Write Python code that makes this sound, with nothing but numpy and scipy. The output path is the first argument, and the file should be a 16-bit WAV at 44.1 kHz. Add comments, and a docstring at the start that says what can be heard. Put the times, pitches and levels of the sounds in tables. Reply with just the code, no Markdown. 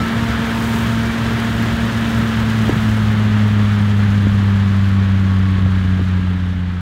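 """An engine drones at once, with a chopper's roar, a hum and hissing grass: a diesel tractor tows a forage harvester.
The engine is a row of pressure pulses. It sinks in speed into the tailpipe's resonances, booming and popping.
A second drive hums against it at its own pace. The chopper is noise that partly repeats with the engine.
Cut grass and air are bright noise and patter up the spout. These layers get quieter as the speed falls.
Light air buffets the microphone, and the whole sound fades near the end."""
import sys
import numpy as np
from scipy import signal
from scipy.fft import rfft, irfft, next_fast_len
from scipy.io import wavfile
from scipy.ndimage import uniform_filter1d, map_coordinates

SR = 44100
rng = np.random.default_rng(int(sys.argv[2]) if len(sys.argv) > 2 else 0)


def pcm_store(signal):
    """Save signal as 16-bit PCM."""
    levels = np.round(np.clip(np.atleast_2d(signal), -1, 1) * 32767)
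    wavfile.write(sys.argv[1], SR, levels.astype(np.int16).T)


N = 300305

FIRING_HZ = 113.9  # firings per second at full speed
CYLINDERS = 6


def undb(db):
    """Turn decibels into a plain multiplier."""
    return 10 ** (np.asarray(db) / 20)


def unit(x):
    """Scale a signal to an average (rms) level of 1."""
    return x / np.sqrt(np.mean(x ** 2))


def swell(s, half_s):
    """A bell of height 1 around time s, down to about a third half_s away."""
    return np.exp(-((np.arange(N) / SR - s) / half_s) ** 2)


def colour(x, points):
    """Shape a sound's spectrum through (pitch, level) points, then set its rms to 1."""
    hz, db = np.transpose(points)
    size = next_fast_len(N)
    f = np.maximum(np.arange(size // 2 + 1) * SR / size, 1)
    gain = undb(np.interp(np.log(f), np.log(hz), db))
    low_cut = np.minimum(f / hz[0], 1) ** 2  # rolls off below the first point
    return unit(irfft(rfft(x, size) * gain * low_cut, size)[:N])


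def walk(rate):
    """A smooth random wander: levels drawn about rate times a second, smoothed twice; rms 1."""
    k = max(int(SR / rate), 2)
    levels = rng.standard_normal(N)[:N // k + 1]
    steps = np.repeat(levels, k)
    smooth = uniform_filter1d(uniform_filter1d(steps, k), k)
    return unit(smooth[:N])


def tones(turns, orders, flutter_db, flutter_rate=14):
    """Pressure troughs at multiples of a turning rate, each wavering in level."""
    total = 0
    for k, db in orders:
        level = undb(db + flutter_db * walk(flutter_rate))
        total = total + level * np.cos(2 * np.pi * k * turns)
    return -np.sqrt(2) * total  # makes each listed level an rms level


def firing_rate():
    """The engine holds its speed, then sinks, quickly at first and ever more gently."""
    sag_start_s, sag_hz_per_s, sag_ease_s = 2.03, 6.64, 9.0
    since = np.maximum(np.arange(N) / SR - sag_start_s, 0)
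    return FIRING_HZ - sag_hz_per_s * sag_ease_s * (1 - np.exp(-since / sag_ease_s))


def exhaust(firings, hz, load_db, flutter_db=-0.31, bark_flutter_db=2, jitter=0.018):
    """Firings make pressure troughs; low harmonics boom in the pipe's resonances, load adds a bark."""
    # tailpipe resonances for harmonics 1 to 4: centre_hz, width_hz, level_db at the centre
    resonances = [(99.46, 17.2, -14), (204.8, 51, -18.5), (276.3, 23, -35.5), (415.5, 24, -46)]
    # bark before the load level: multiple of the firing rate, level_db
    bark_orders = [(4, -41.5), (5, -42.5), (6, -42.5), (8, -44), (9, -51), (10, -69)]
    # weak firings: centre_s, share of strength lost (0 to 1)
    stumbles = [(2.697, 0.79), (2.717, 0.76), (2.752, 0.6), (5.57, 0.36), (5.985, 0.44), (6.015, 0.73)]
    pipe_leak_db, stumble_half_s = -27.5, 0.0062  # leak: what passes outside a resonance
    boom = 0
    for k, (centre, width, db) in enumerate(resonances, 1):
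        detune = 2 * (k * hz - centre) / width
        resonance_power = 1 / (1 + np.square(detune ** 2))
        gain = np.sqrt(resonance_power + undb(pipe_leak_db) ** 2)
        # the fundamental lags when the engine fires faster than the tailpipe rings
        lag = np.arctan(detune) if k == 1 else 0
        boom = boom - undb(db) * gain * np.cos(2 * np.pi * k * firings - lag)
    # slightly uneven firing roughens the upper harmonics
    bark = tones(firings + jitter * walk(30), bark_orders, bark_flutter_db)
    strength = undb(flutter_db * walk(35))
    for s, lost in stumbles:
        strength = strength * (1 - min(lost, 1) * swell(s, stumble_half_s))
    return strength * (np.sqrt(2) * boom + undb(load_db) * bark)


def gas(firings, pulsing=0.14, waver_db=0.0):
    """Turbulent gas puffs with each firing and rumbles in the pipe; now and then it surges deeper."""
    # steady gas spectrum: pitch_hz, relative level_db per Hz
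    gas_colour = [(28, -48), (42, -12.5), (57, -3), (75, -4), (115, -0.5), (145, -2.5), (200, -0.5),
                  (255, -7), (290, -7), (335, -19), (420, -13), (520, -43.5), (900, -81), (3000, -93)]
    # surge spectrum: pitch_hz, relative level_db per Hz
    surge_colour = [(40, -8), (62, 3.5), (130, 5), (300, -19), (700, -45), (2000, -72)]
    # deep surges, mostly with the pops: centre_s, level_db over the steady gas
    surges = [(1.7, -2), (2.78, 0), (3.3, -1), (4.31, 3), (5.65, 4.5), (6.02, -1)]
    puffs = rng.standard_normal(N) * (1 + pulsing * np.cos(2 * np.pi * firings))
    surge_level = sum(undb(db) * swell(s, 0.08) for s, db in surges)
    steady = colour(puffs, gas_colour) * undb(waver_db * walk(4.4))
    return steady + surge_level * colour(rng.standard_normal(N), surge_colour)


def chopper(firings, repeat=0.12, knock=0.044, beat=0.079, flicker_db=0.54, size=2048):
    """Knives and gears: part of the clatter repeats every engine cycle, the rest is fresh turbulence."""
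    # roar spectrum: pitch_hz, relative level_db per Hz
    roar_colour = [(250, -4.5), (400, -2), (520, -4), (740, -5), (950, -2.5), (1300, 0), (1500, -0.5),
                   (1680, 0.5), (1950, -3.5), (2480, -8.5), (3200, -7.5), (4000, -14), (4900, -23),
                   (12000, -52)]
    cycles = firings / CYLINDERS
    # read a loop of size random values once a cycle, slightly unevenly
    place = (cycles + 0.00078 * walk(9)) % 1 * size
    clatter = map_coordinates(rng.standard_normal(size), [place], order=3, mode="grid-wrap")
    share = np.clip(repeat, 0, 1)
    rush = np.sqrt(share) * clatter + np.sqrt(1 - share) * rng.standard_normal(N)
    # louder at each firing and at each turn of the shaft, two turns a cycle
    throb = 1 + knock * np.cos(2 * np.pi * firings) + beat * np.cos(2 * np.pi * 2 * cycles)
    return colour(rush * throb, roar_colour) * undb(flicker_db * walk(25.21))


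def second_drive(turns):
    """A drive turning at its own steady pace hums at multiples of its turn rate."""
    # hum before the load level: multiple of the turn rate, level_db
    drive_orders = [(3, -32), (5, -35), (9, -44), (15, -42.5), (30, -50.5)]
    return tones(turns, drive_orders, flutter_db=3.8)


def gear_teeth(firings):
    """Meshing teeth whine at multiples of the firing rate, so they sink with the engine."""
    # whine before the load level: multiple of the firing rate, level_db
    gear_orders = [(11.62, -45), (20.36, -51), (28.16, -64)]
    return tones(firings, gear_orders, flutter_db=5)


def blower(turns, pulsing=0.24, flicker_db=1.0, count=5):
    """Air hisses up the spout, pulsing count times a turn of the second drive."""
    # hiss spectrum: pitch_hz, relative level_db per Hz
    air_colour = [(3500, 1), (5300, -3), (7000, -4.5), (7600, -9), (9600, -13), (11000, -12.5),
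                  (15500, -35)]
    air = rng.standard_normal(N) * (1 + pulsing * np.cos(2 * np.pi * count * turns))
    return colour(air, air_colour) * undb(flicker_db * walk(50))


def grass(grains_per_s=1800, spread_db=4.5, patter_db=-3):
    """Chopped stalks rustle as steady noise and patter on the spout as random clicks."""
    # rustle and patter spectrum: pitch_hz, relative level_db per Hz
    grass_colour = [(4000, 0.5), (8000, 4.7), (11500, 1.5), (15500, 1.4)]
    hits = rng.random(N) < grains_per_s / SR
    signs = rng.choice([-1, 1], N)
    sizes = undb(spread_db * np.minimum(rng.exponential(size=N), 6))
    patter = unit(hits * signs * sizes)
    return colour(rng.standard_normal(N) + undb(patter_db) * patter, grass_colour)


def wads():
    """Thick wads of grass going up the spout raise the spray's level, in decibels."""
    # wads: centre_s, extra spray level_db
    wad_list = [(0.72, 6.5), (1.55, 1.5), (2.2, 1.5), (2.76, 3.8)]
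    return sum(db * swell(s, 0.21) for s, db in wad_list)


def breeze():
    """Light air buffets the microphone as a low rumble."""
    # rumble spectrum: pitch_hz, relative level_db per Hz
    breeze_colour = [(24, -25), (38, -3), (52, 0), (75, 6), (160, -25), (600, -85)]
    # strength over time: time_s, level_db
    breeze_levels = [(0, -56), (2.3, -46), (2.9, -30), (5.2, -33), (5.7, -27), (6.81, -30)]
    level_db = np.interp(np.arange(N) / SR, *np.transpose(breeze_levels))
    return colour(rng.standard_normal(N), breeze_colour) * undb(level_db)


def rings():
    """Narrow resonances in the machinery, shaken at random, swell and fade."""
    # rings: centre_s, half_length_s, pitch_hz, width_hz (also the shaking rate), level_db
    ring_list = [(.5, 0.56, 917, 32, -38.5), (5.2, 0.85, 1110, 18, -43.5), (5.958, 0.42, 1647, 80, -43)]
    out, t = 0, np.arange(N) / SR
    for s, half, hz, width_hz, db in ring_list:
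        phase = 2 * np.pi * hz * t
        fade = np.exp(-np.square(((t - s) / half) ** 2))
        shaken = walk(width_hz) * np.sin(phase) + walk(width_hz) * np.cos(phase)
        out = out + undb(db) * fade * shaken
    return out


def ticks(decay_s=.00015):
    """Stalks and grit striking the spout give short bright rings that die at once."""
    # ticks: start_s, level_db before the decay, pitch_hz
    tick_list = [(1.625, -20, 12500), (2.657, -24, 11000), (3.068, -31, 11000), (4.037, -29, 9500),
                 (4.222, -33, 10000), (4.767, -33, 9000)]
    out, t = np.zeros(N), np.arange(SR // 100) / SR
    for s, db, hz in tick_list:
        i = int(s * SR)
        out[i:i + len(t)] += undb(db) * np.sin(2 * np.pi * hz * t) * np.exp(-t / decay_s)
    return out


def pops(sag=1.15, sag_s=.0022, rise_s=.0007):
    """Each exhaust pop rings the pipe briefly, dropping in pitch to its listed value."""
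    # pops: start_s, peak level_db, final pitch_hz, decay_s
    pop_list = [(2.681, -19, 450, .0015), (2.6935, -5, 260, .005), (2.713, -20, 420, .0015),
                (2.726, -9, 110, .009), (2.763, -12, 110, .009), (4.2685, -11.5, 190, .004),
                (5.586, -18, 230, .004), (5.662, -23, 400, .003), (5.9935, -18, 270, .003),
                (6.0125, -17.5, 215, .004)]
    out, t = np.zeros(N), np.arange(SR // 20) / SR
    for s, db, hz, decay in pop_list:
        cycles = hz * (t + sag * sag_s * (1 - np.exp(-t / sag_s)))
        envelope = (1 - np.exp(-t / rise_s)) ** 2 * np.exp(-t / decay)
        ring = np.sin(2 * np.pi * cycles) * envelope
        i = int(s * SR)
        out[i:i + len(t)] += undb(db) * ring / np.abs(ring).max()
    return out


def scene(clump_db=0.8):
    """Engine speed sets pitch and level of many layers; the second drive keeps its own pace."""
    hz = firing_rate()
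    slowing = np.log2(FIRING_HZ / hz)  # octaves under full speed
    firings = np.cumsum(hz) / SR
    turns = 23.39 * np.arange(N) / SR  # second drive, turns per second
    # each layer: level in dB at full speed, less the dB lost per octave of slowing
    load_db = 0.5 - 53 * slowing  # exhaust bark, gears and second drive
    gas_db = -23.5 - 17.5 * slowing
    roar_db = -25.5 - 23.5 * slowing
    air_db = -40.5 - 36.5 * slowing
    spray_db = -46 - 46.5 * slowing + wads()
    tractor = exhaust(firings, hz, load_db) + gas(firings) * undb(gas_db) + pops()
    cutting = chopper(firings) * undb(roar_db) + rings()
    air = blower(turns) * undb(air_db)
    spray = grass() * undb(spray_db)
    # small clumps make the flow up the spout flicker
    spout = (air + spray) * undb(clump_db * walk(150)) + ticks()
    # the drive's fifth multiple lies near the firing rate and beats against it
    hum = second_drive(turns) + gear_teeth(firings)
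    return (tractor + cutting + spout + hum * undb(load_db) + breeze())[None]


def record(dry, notch_hz=10400, notch_q=14, notch_depth=0.49):
    """The microphone port dips a narrow treble band; the sound fades in and out, and the top is cut."""
    fade_in_s, fade_start_s, fade_db_per_s = .002, 6, 4
    top_hz = 15700
    t = np.arange(N) / SR
    notched = signal.lfilter(*signal.iirnotch(notch_hz, notch_q, fs=SR), dry)
    fade_out = undb(-fade_db_per_s * np.maximum(t - fade_start_s, 0))
    fade = np.minimum(t / fade_in_s, 1) * fade_out
    heard = (dry + notch_depth * (notched - dry)) * fade  # only part of the notch is mixed in
    return signal.sosfilt(signal.ellip(10, .2, 80, top_hz, fs=SR, output="sos"), heard)


dry = scene()
out = record(dry)
pcm_store(out)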